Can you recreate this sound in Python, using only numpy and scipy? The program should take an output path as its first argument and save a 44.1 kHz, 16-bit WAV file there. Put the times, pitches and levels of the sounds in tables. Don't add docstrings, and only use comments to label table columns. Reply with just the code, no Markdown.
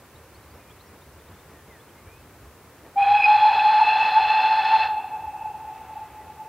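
import sys
import numpy as np
from scipy import signal
from scipy.fft import rfft, irfft, next_fast_len
from scipy.io import wavfile

SR = 44100
rng = np.random.default_rng(int(sys.argv[2]) if len(sys.argv) > 2 else 0)


def put_to_file(sound):
    columns = np.atleast_2d(sound).T
    safe = np.clip(columns, -1, 1)
    whole_steps = np.round(safe * 32767)
    wavfile.write(sys.argv[1], SR, whole_steps.astype(np.int16))


def volts_from_db(level):
    exponent = np.asarray(level, float) / 20
    return 10 ** exponent


N = 285961
OVERBLOW_S = 3.222


def at_hz(points, hz):
    points_hz, values = np.transpose(points)
    return np.interp(np.log(hz + 1), np.log(points_hz), values)


def rms_one(x):
    return x / np.sqrt(np.mean(np.abs(x) ** 2) + 1e-20)


def coloured(spectrum):
    size = next_fast_len(N)
    hz = np.arange(size // 2 + 1) * SR / size
    shaped = rfft(rng.standard_normal(size)) * volts_from_db(at_hz(spectrum, hz))
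    return rms_one(irfft(shaped, size)[:N])


def wander(width_hz):
    r = np.exp(-2 * np.pi * width_hz / SR)
    white = rng.standard_normal(N) + 1j * rng.standard_normal(N)
    return rms_one(signal.lfilter([1], [1, -2 * r, r * r], white))


def bump(at, half_s):
    out = np.zeros(N)
    first, last = int((at - 4 * half_s) * SR), int((at + 4 * half_s) * SR)
    near = np.arange(max(first, 0), min(last, N))
    out[near] = np.exp(-((near / SR - at) / half_s) ** 2)
    return out


def train():
    # frequency in Hz, level in dB per Hz.
    roll_colour = [(40, -37), (90, -12), (140, -0.5), (190, -7.5), (370, -5), (510, -5.5), (650, -10.5),
                   (980, -8.5), (1630, -13.5), (2390, -17.5), (3120, -24.5), (8000, -37), (12000, -42)]
    # frequency in Hz, level in dB per Hz.
    puff_colour = [(60, -30.5), (150, 5), (400, 5.5), (1200, -2.5), (2500, -13.5), (5000, -30.5),
                   (9000, -73.5)]
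    # frequency in Hz, level in dB per Hz.
    thud_colour = [(20, -45), (35, -23.5), (55, -6.5), (78, 1), (120, -7.5), (170, -26.5), (300, -59)]
    # frequency in Hz, level in dB per Hz.
    leak_colour = [(300, -13), (800, 13), (1300, 7.5), (2500, -0.5), (4000, -9), (8000, -49)]
    # time in seconds, puff level in dB, thud level in dB.
    beats = [(.18, -56, -57), (.39, -58, -60), (0.571, -49, -54), (.76, -66, -59), (.94, -50.5, -70.5),
             (1.122, -64.5, -50.5), (1.323, -49.5, -52.5), (1.522, -52, -67), (1.71, -51.5, -58),
             (1.89, -54.5, -75), (2.089, -52.5, -51), (2.25, -52, -56), (2.44, -52.5, -52),
             (2.629, -74.5, -72), (2.862, -48.5, -60.5), (3.1, -58, -55), (3.36, -62.5, -54.5),
             (3.6, -63, -61), (3.85, -70, -63.5), (4.249, -61, -54.5), (4.6, -55, -63.5),
             (4.8, -55.5, -56.5), (4.97, -62, -60), (5.26, -56, -52.5), (5.448, -67, -57),
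             (5.649, -115, -66), (5.839, -52, -63), (6.06, -75, -60), (6.231, -53, -61), (6.431, -60, -95)]
    roll = volts_from_db(-51.5 + 0.45 * wander(3.2).real) * coloured(roll_colour)
    puffs = sum(volts_from_db(puff_db - 1.0) * bump(at, 0.041) for at, puff_db, _ in beats)
    thuds = sum(volts_from_db(thud_db) * bump(at, 0.057) for at, _, thud_db in beats)
    rumble = (volts_from_db(-59) + thuds) * coloured(thud_colour)
    leak = volts_from_db(-52.5) * bump(5.9, 0.46) * coloured(leak_colour)
    return roll + rumble + puffs * coloured(puff_colour) + leak


def amplifier_hiss():
    # frequency in Hz, level in dB per Hz.
    hiss_colour = [(35, -37), (60, -16.5), (103, -1.5), (396, -5), (760, -8.5), (1270, -15.5), (2670, -6.5),
                   (5770, -7.5), (15700, -6.5)]
    return volts_from_db(-56.5) * coloured(hiss_colour)


def birds():
    # start in seconds, start pitch in Hz, level in dB.
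    chips = [(.153, 3600, -59.5), (.345, 4100, -59), (.42, 3900, -64), (.5, 4470, -64), (.7, 3037, -57.5),
             (.795, 3570, -55), (1.012, 3450, -61), (1.195, 3400, -63), (1.27, 3500, -62),
             (1.33, 3300, -64), (1.386, 3384, -61.5), (1.52, 3380, -66), (1.59, 3310, -69),
             (1.795, 3213, -61), (1.88, 2900, -61)]
    # start in seconds, pitch in Hz, level in dB.
    peeps = [
        (.545, 5300, -66),
        (.86, 5450, -63),
        (.97, 4770, -71),
        (1.06, 6120, -67),
        (1.115, 5380, -65),
        (1.723, 3590, -65),
    ]
    # start in seconds, length in seconds, pitch from in Hz, pitch to in Hz, level in dB.
    song = [
        (0.574, .075, 2500, 2410, -63),
        (0.65, 0.069, 2425, 2415, -56.5),
        (1.51, 0.13, 1950, 1730, -59),
        (1.683, 0.12, 2194, 1680, -56),
        (1.95, .06, 2080, 2150, -58),
        (2.043, 0.17, 2240, 2630, -58),
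        (6.192, 0.055, 2003, 1930, -55),
    ]
    notes = []
    for at, hz, db in chips:
        rise = .11 + .015 * (db + 62)
        notes.append((at, .022, hz, hz * (1 + rise), db))
    notes += [(at, .028, hz, hz, db) for at, hz, db in peeps]
    notes += list(song)

    out = np.zeros(N)
    flutter = 1 + .4 * wander(50)
    for at, length_s, from_hz, to_hz, db in notes:
        start, size = int(at * SR), int(length_s * SR)
        turns = np.cumsum(np.linspace(from_hz, to_hz, size)) / SR
        note = np.exp(2j * np.pi * turns) * flutter[start:start + size]
        out[start:start + size] += volts_from_db(db) * np.hanning(size) ** 0.22 * note.real
    return out


def mode(hz, unsteady, width_hz, firmness=0):
    swing = np.sqrt(1 - unsteady) + np.sqrt(unsteady) * wander(width_hz)
    swing = rms_one(swing / (np.abs(swing) + 0.075) ** firmness)
    return np.sqrt(2) * np.real(swing * np.exp(2j * np.pi * np.cumsum(hz) / SR))


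def first_mode(since, chill, unsteady, over):
    # time in seconds, change in dB.
    wavers = [(3.07, -3), (3.15, 2), (3.31, 5), (3.389, -2), (3.46, 6), (3.602, -3.5), (3.701, 3.5),
              (3.771, -3.5), (3.81, 6.5), (3.87, -5.5), (3.971, -9), (4.012, 4.5), (4.119, -7),
              (4.179, 5.5), (4.272, -14.5), (4.52, 1), (4.59, 4), (4.623, -14), (4.743, 7)]
    waver_db = sum(db * bump(at, 0.025) for at, db in wavers)
    hz = 857.5 * (1 - .068 * chill) + 8 * since + 1.24 * waver_db
    level_db = -15 - 3.5 * since - 3 * np.exp(-since / 0.13) - 14 * over + waver_db
    return hz, volts_from_db(level_db) * mode(hz, unsteady, width_hz=18.3, firmness=.6)


def third_mode(since, first_hz, unsteady, over):
    # time in seconds, half length in seconds, gain in dB.
    flares = [(3.03, 0.012, 14), (3.169, 0.035, 10.5), (3.244, 0.037, 22), (3.322, 0.033, 7),
              (3.437, 0.027, 0), (3.533, 0.0138, 9.5), (3.601, 0.017, 12), (3.904, 0.069, 11),
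              (4.034, 0.044, 10.5), (4.249, 0.12, 6), (4.403, 0.1, 6.5), (4.711, 0.0161, 6),
              (4.828, 0.018, 11.5)]
    flat = .035 * np.exp(-since / 0.2)
    scoop = .11 * np.exp(-since / .025)
    hz = 2593 * (1 - flat - scoop) + 3.0 * 8 * since
    hz += bump(OVERBLOW_S + .025, .055) * (2.985 * first_hz - hz)
    level_db = -36 - 10 * np.exp(-since / 0.037)
    level_db += sum(db * bump(at, half_s) for at, half_s, db in flares)
    share = 2.08 * unsteady * (1 - 0.21 * over)
    return volts_from_db(level_db) * mode(hz, share, width_hz=55, firmness=0.14)


def weak_tones(s, since, roar_db):
    # warm pitch in Hz, width in Hz, dB over the roar at the start, dB over it at the end.
    lesser_tones = [(766.6, 24, -17.5, 7.5), (721.5, 14, -7, -10.5), (1572, 140, -3, -0.5), (1751, 50, -1, 0),
                    (2498, 84, 7, -3.5), (3383, 51, 0, -3), (3540, 22, -12, -8), (4168, 130, -4, 0),
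                    (5040, 90, -17, -17.5), (979, 50, 6.5, -13.5)]
    open_for = np.clip(s - 2.96, 0, None)
    cold = np.exp(-open_for / .35)
    out = np.zeros(N)
    for hz, width_hz, start_db, end_db in lesser_tones:
        level_db = roar_db + end_db + (start_db - end_db) * cold
        level_db += 8 * (hz > 4800) * bump(OVERBLOW_S + 0.022, 0.068)
        speaks = 1 - np.exp(-open_for / (hz * 1.6e-5))
        pitch_hz = hz * (1 - .035 * cold + .006 * since)
        out += speaks * volts_from_db(level_db) * mode(pitch_hz, 0.89, width_hz)
    return out


def jet_roar(roar_db):
    # frequency in Hz, level in dB per Hz.
    jet_colour = [(200, -36), (320, -31), (360, -10), (650, -5.5), (1000, 2), (1300, 0), (2000, -4.5),
                  (3000, -8), (4600, -16), (5600, -26.5), (8000, -37), (12000, -67.5)]
    return volts_from_db(roar_db + 4 + 1.5 * wander(17).real) * coloured(jet_colour)


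def whistle():
    open_s, shut_s, shutting_s = 2.957, 4.835, 0.045
    s = np.arange(N) / SR
    since = np.clip(s - open_s, 0, shut_s - open_s)
    chill = np.exp(-np.clip(since - 0.0705, 0, None) / .24)
    over = bump(OVERBLOW_S, .04)
    unsteady = 0.46 + (0.26 - 0.46) * chill
    roar_db = -39.5 - 11 * np.exp(-since / 0.11) - 4 * over

    first_hz, bell = first_mode(since, chill, unsteady, over)
    bell += third_mode(since, first_hz, unsteady, over)
    high_pass = signal.butter(4, 3000, "high", fs=SR, output="sos")
    sums = signal.sosfilt(high_pass, bell ** 2)
    bell += weak_tones(s, since, roar_db)

    opening = np.clip((s - open_s) / 0.027, 0, 1)
    closing = np.exp(-(np.clip(s - shut_s, 0, 1) / shutting_s) ** 2)
    return opening * closing * (bell + volts_from_db(-10.5) * sums + jet_roar(roar_db))


def woods(x):
    # frequency in Hz, time to fall 60 dB in seconds.
    echo_t60 = [(400, 4), (700, 6.3), (900, 4.63), (1700, 3), (2000, 2.2), (2640, 4.53), (3300, 2.6),
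                (4300, 1.0), (8000, .5)]
    # time in seconds, gain in dB.
    answers = [
        (5.458, 3.5),
        (5.698, 2),
        (5.998, 6.5),
        (6.28, 4.5),
        (6.43, 6.5),
    ]
    s = np.arange(int(3.6 * SR)) / SR
    near = volts_from_db(-47 - 60 * s / 0.93)
    splits_hz = np.geomspace(233, 7147, num=13)
    tail = np.zeros(len(s))
    for low, high in zip(splits_hz, splits_hz[1:]):
        band = signal.butter(2, [low, high], "band", fs=SR, output="sos")
        t60 = at_hz(echo_t60, np.sqrt(low * high))
        far = volts_from_db(-53.5 - 5 * np.log2(low / 800)) * volts_from_db(-60 * s / t60)
        scatter = signal.sosfilt(band, rng.standard_normal(len(s)))
        tail += scatter * (near * volts_from_db(-20 * s / t60) + far)
    tail *= np.clip(s / 0.053, 0, 1)

    back = signal.hilbert(signal.fftconvolve(x, tail)[:N], next_fast_len(N))[:N]
    stir_rad = 1.0 * wander(8).real
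    drop_rad = 2 * np.pi * 8 * np.arange(N) / SR
    gain_db = 1.0 + sum(db * bump(at, 0.052) for at, db in answers)
    return volts_from_db(gain_db) * np.real(back * np.exp(1j * (stir_rad - drop_rad)))


def scene():
    rolling, singing = train(), birds()
    blast = whistle()
    front = rolling + singing + volts_from_db(0.5) * blast + woods(blast)
    return np.array([front, front])


def band_limit(x):
    return signal.sosfilt(signal.butter(12, 16790, fs=SR, output="sos"), x)


def record(dry):
    hiss = np.array([amplifier_hiss(), amplifier_hiss()])
    low_pass = signal.ellip(12, .3, 70, 15750, fs=SR, output="sos")
    mix = signal.sosfilt(low_pass, dry + hiss)
    return band_limit(mix)


dry = scene()
out = record(dry)
put_to_file(out)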